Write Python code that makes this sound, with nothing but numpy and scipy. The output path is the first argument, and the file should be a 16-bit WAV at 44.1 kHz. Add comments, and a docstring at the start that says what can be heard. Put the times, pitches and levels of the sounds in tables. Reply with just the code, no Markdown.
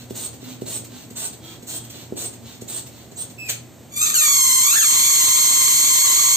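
"""A hand pump hisses and knocks: seven strokes fill a long latex balloon, each push whistling in the valve.
The neck sticks and slips off the nozzle with a squeak and a puff. Stretched between the fingers, it flaps
in the escaping air: a loud, increasingly rough squeal, one slap of the rubber lips per cycle.
The room is small and hard. A fan hums throughout; a faint far horn toots twice."""
import sys
import numpy as np
from scipy import signal
from scipy.fft import rfft, irfft, next_fast_len
from scipy.io import wavfile
from scipy.ndimage import uniform_filter1d, map_coordinates

SR = 44100
rng = np.random.default_rng(int(sys.argv[2]) if len(sys.argv) > 2 else 0)


def wrap_up_sound(samples):
    """Save the sound to the file named by the first command line argument, as 16-bit audio."""
    columns = np.atleast_2d(samples).T
    # keep every value between -1 and 1, then stretch to whole-number steps
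    tamed = np.clip(columns, -1, 1)
    steps = np.round(tamed * 32767).astype(np.int16)
    wavfile.write(sys.argv[1], SR, steps)


N = 280476
TIME_S = np.arange(N) / SR

# Table levels are relative, ahead of trims and mix gains.
# flap rate, rising as the fingers pull, falling as the rubber relaxes (time [s], rate [Hz])
FLAP_RATE_HZ = [(3.93, 1148), (3.98, 1200), (4.04, 1286), (4.132, 1275), (4.141, 1670), (4.154, 1472),
                (4.205, 1269), (4.265, 1142), (4.34, 1092), (4.46, 1053), (4.615, 1048), (4.68, 1164),
                (4.735, 1360), (4.75, 1569), (4.78, 1799), (4.802, 1612), (4.835, 1239), (4.865, 1062),
                (4.9, 1041), (4.93, 1105), (4.96, 1060), (5.05, 1128), (5.2, 1078), (5.4, 1045),
                (5.85, 1071), (6.1, 1057), (6.24, 1085), (6.36, 1082)]
# raggedness of the flapping (time [s], roughness [0-1])
FLAP_ROUGHNESS = [(3.95, 0.26), (4.17, 0.18), (4.3, 0.36), (4.63, 0.48), (4.71, .36), (4.85, 0.48),
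                  (4.92, 0.83), (5.3, 0.93), (6.36, 0.91)]
# flapping breaks up (start [s], end [s], added limp [0-1], added roughness [0-1], added fundamental [0-1])
FLAP_BREAKS = [(4.048, 4.143, 0.33, 0.66, 0.05), (4.206, 4.257, 0.73, 0.25, 0),
               (4.738, 4.8, 0.1, 0.36, 0.42), (4.905, 4.962, 0.13, .35, 0.05)]
# first leak, swelling and pinched off (time [s], level [dB])
LEAK_DB = [(3.89, -60), (3.97, -23.5), (4.034, -17), (4.132, -27.5)]
# lip slap spectrum (frequency [Hz], level [dB])
SLAP_SPECTRUM_DB = [(1050, -8.5), (1600, -6.5), (2100, -8), (2600, -4), (3200, -4.5), (4250, -2.5),
                    (5300, -1.5), (6100, -3), (6700, 8), (7100, 2.5), (7550, 4), (8000, -6), (8400, -1),
                    (11800, -3.5), (15500, -11.5)]
# rushing air, plus a 10.5 kHz lift that partly offsets the microphone notch (frequency [Hz], level [dB])
RUSH_SPECTRUM_DB = [(40, -4), (150, -3.5), (700, -4.5), (1500, -1), (2100, -2.5), (2750, -3), (4200, 12),
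                    (5300, -1.5), (6700, 11), (8400, 4.5), (10500, 13.5), (12000, -12), (15500, 5.5)]
# peaks and valleys in the neck's ring (centre [Hz], width [Hz], gain [dB])
NECK_RESONANCES = [(2930, 170, -4), (3450, 260, 3), (4250, 150, 1), (4980, 220, -3), (7020, 170, -4.5),
                   (7480, 150, 2), (7900, 170, -3), (8300, 170, 3.5)]
# squeal balance (frequency [Hz], left minus right [dB])
NECK_BALANCE_DB = [(60, -7), (110, -14), (200, -10.5), (380, -10), (700, -2), (1290, 3.5), (2380, 0),
                   (4400, -1), (8120, 0), (15000, 2)]
# squeal arrival on the left (frequency [Hz], delay [ms])
NECK_LAG_MS = [(1060, .35), (2120, .45), (3220, .445), (5330, .38), (7480, .306), (8350, .3), (15000, .232)]

# pump strokes (intake [dB], spurt time [s], spurt level [dB], push start [s], length [s], hiss [dB])
PUMP_STROKES = [(-45, .1, -39, 0.15, 0.122, -36.3), (-45, 0.613, -39.5, 0.6636, 0.12, -35.3),
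                (-46, 1.103, -44, 1.162, 0.108, -33.3), (-46, 1.624, -45, 1.675, 0.104, -35),
                (-45, 1.9, -34.5, 2.166, 0.1, -33.5), (-47.5, 2.613, -38.5, 2.684, 0.119, -36),
                (-51.5, 3.115, -44, 3.172, 0.066, -38.5)]
# air escaping as the neck leaves the nozzle (start [s], end [s], level [dB])
NOZZLE_PUFFS = [(3.457, 3.495, -45), (3.491, 3.507, -21.5)]
# pump air spectra: push, intake, spurts (frequency [Hz], level [dB])
PUSH_SPECTRUM_DB = [(60, -26), (300, 7), (700, 5), (1300, -1.5), (2200, -2.5), (3800, 7.3), (5500, 5),
                    (8400, 7), (12000, -2), (15500, 6.5)]
DRAW_SPECTRUM_DB = [(100, -22), (700, 1.5), (2000, -1), (3800, 7), (5500, 3.5), (8400, -2.5), (12000, -8.5),
                    (15500, 1.5)]
SPURT_SPECTRUM_DB = [(100, -10), (600, 2), (1200, -3.5), (2000, 3.5), (4000, 9), (7500, 7.5), (12000, 3),
                     (15500, 6)]
# valve whistles (start [s], end [s], end level [dB], swell [dB], top pitch [Hz], end pitch [Hz])
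VALVE_WHISTLES = [(0.15, 0.268, -34, 10, 9250, 8300), (0.663, 0.778, -34.5, 8, 9400, 7900),
                  (1.161, 1.268, -35.5, 0, 8950, 8200), (1.68, 1.786, -38, 5, 9350, 8150),
                  (2.166, 2.28, -35.5, 9, 9400, 8050), (2.679, 2.784, -35.5, 5, 9050, 8350),
                  (3.16, 3.222, -30, 10, 8600, 8500)]
# piston blows (time [s], level [dB])
PISTON_KNOCKS = [(0.1074, -25.5), (.339, -39), (.429, -36.5), (0.62, -23), (.836, -39.5), (.928, -41),
                 (1.111, -38), (1.63, -38), (1.955, -38), (2.123, -22), (2.621, -31), (3.121, -40)]
# pump barrel modes (frequency [Hz], level [dB], T60 [s])
BARREL_MODES = [(251, -3.5, 0.048), (365, 3, 0.036), (450, 2.5, 0.014)]
# nozzle squeak spectrum (frequency [Hz], level [dB])
SQUEAK_SPECTRUM_DB = [(2500, 3.5), (5200, -6), (7800, -13.5), (10400, -2), (15000, -21)]
# rubber rubs between pushes (start [s], end [s], rate [Hz], level [dB])
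RUBBER_RUBS = [(0.424, 0.542, 260, -38), (0.765, 0.813, 235, -46), (0.914, .975, 255, -45),
               (1.11, 1.158, 225, -44), (1.933, 1.991, 290, -43), (2.365, 2.465, 235, -46)]

# fan air spectrum (frequency [Hz], level [dB])
FAN_SPECTRUM_DB = [(20, -11), (48, -4), (80, 1.5), (130, 4), (190, -0.5), (250, 2.5), (420, -5), (700, -9),
                   (1200, -18.5), (3000, -21), (5000, -20.5), (8000, -24), (15500, -27.5)]
# motor hum partials (frequency [Hz], level [dB])
HUM_PARTIALS = [(118.4, -1), (233, -9)]
# hum envelope, wavering and fading (time [s], level [dB])
HUM_ENVELOPE_DB = [(0, -41.5), (.34, -43), (.38, -51), (.48, -44), (.88, -44), (.98, -53), (1.11, -46),
                   (1.5, -53), (1.85, -45), (2.2, -46), (3.31, -49), (3.62, -45.5), (3.75, -53), (4.2, -49),
                   (6.36, -62)]
# horn toots (start [s], end [s], mid-toot level [dB])
HORN_TOOTS = [(1.426, 1.572, -45.5), (1.707, 1.915, -47.5)]
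# horn spectrum (frequency [Hz], level [dB])
HORN_SPECTRUM_DB = [(326, 5.5), (650, -29), (1300, -8), (2600, -38), (3260, 3.5), (3600, -4), (4200, -14),
                    (8000, -50)]
# room decay (frequency [Hz], T60 [s])
ROOM_T60_S = [(150, 0.74), (500, 0.74), (2000, 0.31), (8000, 0.26), (15000, 0.17)]
# microphone response (frequency [Hz], gain [dB])
MIC_RESPONSE_DB = [(30, -23), (80, 0.5), (4550, 0.5), (4850, -7), (5200, -3), (5950, -1), (6250, 3),
                   (8450, 7.5), (8650, 0), (9400, -7), (9900, -21.5), (11450, -35.5), (11650, 4),
                   (15500, 1)]


def neck_squeal(shudder_hz=105.26, throb_hz=14, scatter_cycles=0.0079, flutter_db=4.5, highpass_hz=800):
    """The rubber lips slap shut once a cycle, never quite evenly, and chop the rushing air."""
    pitch_hz, roughness, limp, yelp = neck_motion()
    active = TIME_S >= LEAK_DB[0][0]
    jitter = drift(230) + 0.42 * drift(22.3) + 0.6 * quiver(shudder_hz, width_hz=31)
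    pitch_hz = pitch_hz * (1 + (0.004 + 0.035 * roughness) * jitter)
    slap_offset_cycles = scatter_cycles * roughness * drift(360)
    pitch_hz = pitch_hz + np.gradient(slap_offset_cycles) * SR
    phase = 2 * np.pi * np.cumsum(pitch_hz * active) / SR
    fundamental = (yelp + 0.1 * quiver(throb_hz, width_hz=3.9)) * np.cos(phase)
    # alternating strong and weak slaps add tones between the harmonics
    strength = (1 + limp * np.cos(phase / 2)) * from_db(flutter_db * drift(114))
    slaps = strength * (pulses(pitch_hz, SLAP_SPECTRUM_DB, active, harmonics=15) + fundamental)
    # so small an opening radiates little below its own pitch
    slaps = signal.sosfilt(signal.butter(4, highpass_hz, "high", fs=SR, output="sos"), slaps)
    rush_gain = from_db(-12.5 + 10.5 * roughness)
    rush = rush_gain * noise(RUSH_SPECTRUM_DB) * (1 + 0.5 * np.cos(phase)) * active
    squeal = neck_flow() * (slaps + rush) / np.sqrt(1 + rush_gain ** 2)
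    return resonant(squeal, NECK_RESONANCES)


def neck_motion(clearing_hz_per_s=2300):
    """Flapping runs cleaner as the rubber relaxes; in breaks it limps (uneven slaps) or yelps."""
    pitch_hz = curve(FLAP_RATE_HZ)
    fall_hz_per_s = np.maximum(-np.gradient(pitch_hz) * SR, 0)
    roughness = curve(FLAP_ROUGHNESS) / (1 + (fall_hz_per_s / clearing_hz_per_s) ** 2)
    limp, yelp = 0.093, 0
    for start_s, end_s, added_limp, added_roughness, added_fundamental in FLAP_BREAKS:
        broken = gate(start_s, end_s, edge_s=0.0082)
        roughness += added_roughness * broken
        limp += added_limp * broken
        yelp += added_fundamental * broken
    return pitch_hz, roughness, limp, yelp


def neck_flow(open_s=4.143, edge_s=0.0029):
    """Air through the neck: a first leak, then the full stream."""
    opened = (1 + np.tanh((TIME_S - open_s) / edge_s)) / 2
    return (1 - opened) * from_db(curve(LEAK_DB) - 0.5) + opened * from_db(-13.5)


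def pump_air(draw_lead_s=0.25, draw_s=0.13, spurt_s=0.0096, release_s=0.018, spurt_edge_s=0.0038):
    """Each stroke has an intake hiss, a short spurt, a push hiss, a release spurt; the freed neck puffs."""
    push = draw = 0
    spurt = sum(from_db(db) * gate(start_s, end_s, spurt_edge_s) for start_s, end_s, db in NOZZLE_PUFFS)
    for draw_db, spurt_at_s, spurt_db, push_at_s, push_s, push_db in PUMP_STROKES:
        fade_db = 2 * np.clip((TIME_S - push_at_s) / push_s - 0.5, -1, 1)
        push += from_db(push_db - fade_db) * gate(push_at_s, push_at_s + push_s, edge_s=0.0083)
        draw_at_s = push_at_s - draw_lead_s
        draw += from_db(draw_db) * gate(draw_at_s, draw_at_s + draw_s, edge_s=0.02)
        spurt += from_db(spurt_db) * gate(spurt_at_s, spurt_at_s + spurt_s, spurt_edge_s)
        release_at_s = push_at_s + push_s + 0.059
        spurt += from_db(-43.5) * gate(release_at_s, release_at_s + release_s, spurt_edge_s)
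    air = push * noise(PUSH_SPECTRUM_DB) + draw * noise(DRAW_SPECTRUM_DB)
    air += spurt * noise(SPURT_SPECTRUM_DB)
    return air * from_db(1.87 * drift(90))


def valve_whistle(climb_hz=2175, climb_s=0.013, catch_db=10, catch_s=0.027, edge_s=0.006, trim_db=-2.5):
    """Valve pitch arches with piston speed; the tone takes a moment to catch, clearest as the push slows."""
    pitch_hz, level = np.full(N, float(VALVE_WHISTLES[0][4])), 0
    peak_progress = 0.35
    for start_s, end_s, end_db, swell_db, top_hz, end_hz in VALVE_WHISTLES:
        age_s = np.clip(TIME_S - start_s, 0, end_s - start_s)
        progress = age_s / (end_s - start_s)
        from_peak = np.abs((progress - peak_progress) / (1 - peak_progress))
        arch_hz = top_hz - (top_hz - end_hz) * from_peak ** 1.3 - climb_hz * np.exp(-age_s / climb_s)
        pitch_hz = np.where(TIME_S > start_s - 5 * edge_s, arch_hz, pitch_hz)
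        weaker_db = swell_db * (1 - progress) + catch_db * np.exp(-age_s / catch_s)
        level += from_db(trim_db + end_db - weaker_db) * gate(start_s, end_s, edge_s)
    phase = 2 * np.pi * np.cumsum(pitch_hz * (1 + 0.019 * drift(400))) / SR
    return np.sqrt(2) * level * from_db(3 * drift(53)) * np.sin(phase)


def piston_knocks(band_hz=(130, 900)):
    """Each padded piston blow rings the plastic barrel for a few cycles."""
    blows, age_s = np.zeros(N), TIME_S[:SR // 4]
    for at_s, db in PISTON_KNOCKS:
        blows[round(at_s * SR)] = from_db(db)
    ring = sum(from_db(db - 60 * age_s / t60_s) * np.sin(2 * np.pi * hz * age_s)
               for hz, db, t60_s in BARREL_MODES)
    knocks = signal.oaconvolve(blows, ring)[:N]
    return signal.sosfilt(signal.butter(2, band_hz, "band", fs=SR, output="sos"), knocks)


def nozzle_squeak(start_s=3.383, top_s=3.414, end_s=3.488, top_hz=2610, sag_hz=125):
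    """Rubber sticks and slips off the nozzle; the pitch arches."""
    arch = np.clip(2 * (TIME_S - top_s) / (end_s - start_s), -2, 2) ** 2
    pitch_hz = (top_hz - sag_hz * arch) * (1 + 0.008 * drift(140))
    level = gate(start_s, end_s, edge_s=0.003)
    return from_db(-38) * level * pulses(pitch_hz, SQUEAK_SPECTRUM_DB, level > 0.001, harmonics=6)


def rubber_rubs(waver=0.0606, flutter_db=3):
    """Rubber sticks and slips at a low, uneven rate."""
    warped_s = np.cumsum(1 + waver * drift(60)) / SR
    rubs = sum(from_db(db) * gate(start_s, end_s, edge_s=0.008) * np.sin(2 * np.pi * hz * warped_s)
               for start_s, end_s, hz, db in RUBBER_RUBS)
    return rubs * from_db(flutter_db * drift(35))


def fan(side_db=-8, waver=0.01785, flutter_db=2.3):
    """Low stereo air noise and a wavering motor hum."""
    air = noise(FAN_SPECTRUM_DB) + from_db(side_db) * noise(FAN_SPECTRUM_DB) * [[1], [-1]]
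    warped_s = np.cumsum(1 + waver * drift(10.3)) / SR
    hum = sum(np.sqrt(2) * from_db(db + flutter_db * drift(5.5)) * np.sin(2 * np.pi * hz * warped_s)
              for hz, db in HUM_PARTIALS)
    return from_db(-45) * air + from_db(curve(HUM_ENVELOPE_DB) - 1) * hum


def far_horn(note_hz=326.4, fade_db_per_s=25, flutter_db=2.5):
    """Faint buzzing note with a bright resonance; each toot fades unevenly."""
    level = 0
    for start_s, end_s, db in HORN_TOOTS:
        from_middle_s = np.clip(TIME_S, start_s, end_s) - (start_s + end_s) / 2
        level += from_db(db - fade_db_per_s * from_middle_s) * gate(start_s, end_s, edge_s=0.017)
    flutter = from_db(flutter_db * drift(25))
    pitch_hz = note_hz * (1 + 0.0035 * drift(30))
    return level * flutter * pulses(pitch_hz, HORN_SPECTRUM_DB, level > 1e-5, harmonics=13)


def room(x, wet_db, lag_ms, sway_ms, pan_db, t60_scale=1):
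    """Direct sound, its left lag swaying with the hand, plus dense reflections that differ by side."""
    age_s = TIME_S[:SR // 2]
    white = rfft(rng.standard_normal((2, len(age_s))))
    hz, edges_hz = bins_hz(len(age_s)), np.geomspace(20, SR / 2, num=11)
    tail = 0
    for low_hz, high_hz in zip(edges_hz, edges_hz[1:]):
        t60_s = t60_scale * at_hz(ROOM_T60_S, np.sqrt(low_hz * high_hz))
        decay = from_db(-60 * age_s / t60_s) * (age_s > 0.003)
        band = irfft(white * ((hz >= low_hz) & (hz < high_hz)), len(age_s))
        tail += band * decay / np.sqrt(np.sum(decay ** 2))
    lag_samples = (lag_ms + sway_ms * drift(3)) * SR / 1000
    left = map_coordinates(x, [np.arange(N) - lag_samples], order=3)
    direct = np.array([left, x]) * from_db([[pan_db / 2], [-pan_db / 2]])
    reflections = signal.oaconvolve(x[None], tail, axes=1)[:, :N]
    wet = from_db(wet_db)
    return (direct + wet * reflections) / np.sqrt(1 + wet ** 2)


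def spectral_pan(x, balance_db, lag_ms):
    """Per-frequency balance and left delay."""
    size = next_fast_len(N + SR // 2, True)
    hz = bins_hz(size)
    delay = np.exp(-2j * np.pi * hz * at_hz(lag_ms, hz) / 1000)
    left = irfft(rfft(x[0], size) * delay, size)[:N]
    return np.array([shaped(side, [(f_hz, sign * db / 2) for f_hz, db in balance_db])
                     for side, sign in ((left, 1), (x[1], -1))])


def limiter(x, ceiling_db=-13.5, window_s=0.0035):
    """Gain drops while short-term power exceeds the ceiling."""
    power = uniform_filter1d(np.mean(x ** 2, axis=0), round(window_s * SR))
    return x / np.sqrt(np.maximum(power / from_db(ceiling_db) ** 2, 1))


def pulses(pitch_hz, spectrum_db, active, harmonics, smear_rad=0.306):
    """One pulse a cycle, smeared by the body it rings; unit power while active."""
    hz, train = pitch_hz[active], np.zeros(N)
    phase = 2 * np.pi * np.cumsum(hz) / SR
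    partials = (from_db(at_hz(spectrum_db, k * hz)) * (k * hz < SR / 2)
                * np.cos(k * phase - smear_rad * k ** 2) for k in range(1, harmonics + 1))
    train[active] = rms_one(sum(partials))
    return train


def noise(spectrum_db):
    """Coloured noise, unit power."""
    return rms_one(shaped(rng.standard_normal(N), spectrum_db))


def drift(rate_hz):
    """Smooth random motion, unit RMS."""
    step, run_in = 8, 4000
    pole = np.exp(-2 * np.pi * rate_hz * step / SR)
    white = rng.standard_normal(N // step + run_in + 2)
    slow = signal.lfilter([1], [1, -2 * pole, pole * pole], white)[run_in:]
    return np.interp(np.arange(N) / step, np.arange(len(slow)), rms_one(slow))


def quiver(hz, width_hz):
    """Narrowband random oscillation, unit RMS."""
    phase = 2 * np.pi * hz * TIME_S
    return drift(width_hz) * np.cos(phase) + drift(width_hz) * np.sin(phase)


def gate(start_s, end_s, edge_s):
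    """Smooth on/off window."""
    window = np.zeros(N)
    near = slice(*np.searchsorted(TIME_S, [start_s - 10 * edge_s, end_s + 10 * edge_s]))
    near_s = TIME_S[near]
    window[near] = (np.tanh((near_s - start_s) / edge_s) - np.tanh((near_s - end_s) / edge_s)) / 2
    return window


def resonant(x, resonances):
    """Filter by bell-shaped peaks and valleys."""
    hz = np.linspace(1, SR / 2, num=600)
    gain_db = sum(db * np.exp(-((hz - mid_hz) / width_hz) ** 2) for mid_hz, width_hz, db in resonances)
    return shaped(x, np.transpose([hz, gain_db]))


def shaped(x, spectrum_db):
    """Zero-phase filter."""
    size = next_fast_len(N + SR // 2, True)
    return irfft(rfft(x, size) * from_db(at_hz(spectrum_db, bins_hz(size))), size)[..., :N]


def curve(points):
    """Time curve at every sample."""
    return np.interp(TIME_S, *np.transpose(points))


def at_hz(points, hz):
    """Interpolate over log frequency."""
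    knots_hz, values = np.transpose(points)
    return np.interp(np.log(np.maximum(hz, 1)), np.log(knots_hz), values)


def bins_hz(size):
    return np.arange(size // 2 + 1) * SR / size


def from_db(db):
    return 10 ** (np.asarray(db) / 20)


def rms_one(x):
    return x / np.sqrt(np.mean(x ** 2) + 1e-20)


def scene():
    """Pump off to the right, balloon neck close in front, fan and horn behind."""
    pump = room(pump_air() + nozzle_squeak(), wet_db=1.5, lag_ms=0.1, sway_ms=0.048, pan_db=-2.5)
    # the whistle beams at the microphones: less room than the hiss
    pump += room(valve_whistle(), wet_db=-5, lag_ms=0.02, sway_ms=0.01, pan_db=-6)
    handling = room(piston_knocks() + rubber_rubs(), wet_db=-2, lag_ms=0.4, sway_ms=0.02, pan_db=-1.5)
    # close neck: mostly early reflections
    squeal = room(neck_squeal(), wet_db=-1.2, lag_ms=0, sway_ms=0, pan_db=0, t60_scale=0.75)
    squeal = spectral_pan(squeal, NECK_BALANCE_DB, NECK_LAG_MS)
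    background = (fan() + far_horn()) * from_db([[-0.5], [0.5]])
    return squeal + from_db(4.5) * pump + from_db(1.5) * handling + background


def record(dry, cutoff_hz=15500):
    """Microphone colour, limiter, steep low-pass."""
    lowpass = signal.ellip(12, 0.2, 80, cutoff_hz, fs=SR, output="sos")
    return signal.sosfilt(lowpass, limiter(shaped(dry, MIC_RESPONSE_DB)))


dry = scene()
out = record(dry)
wrap_up_sound(out)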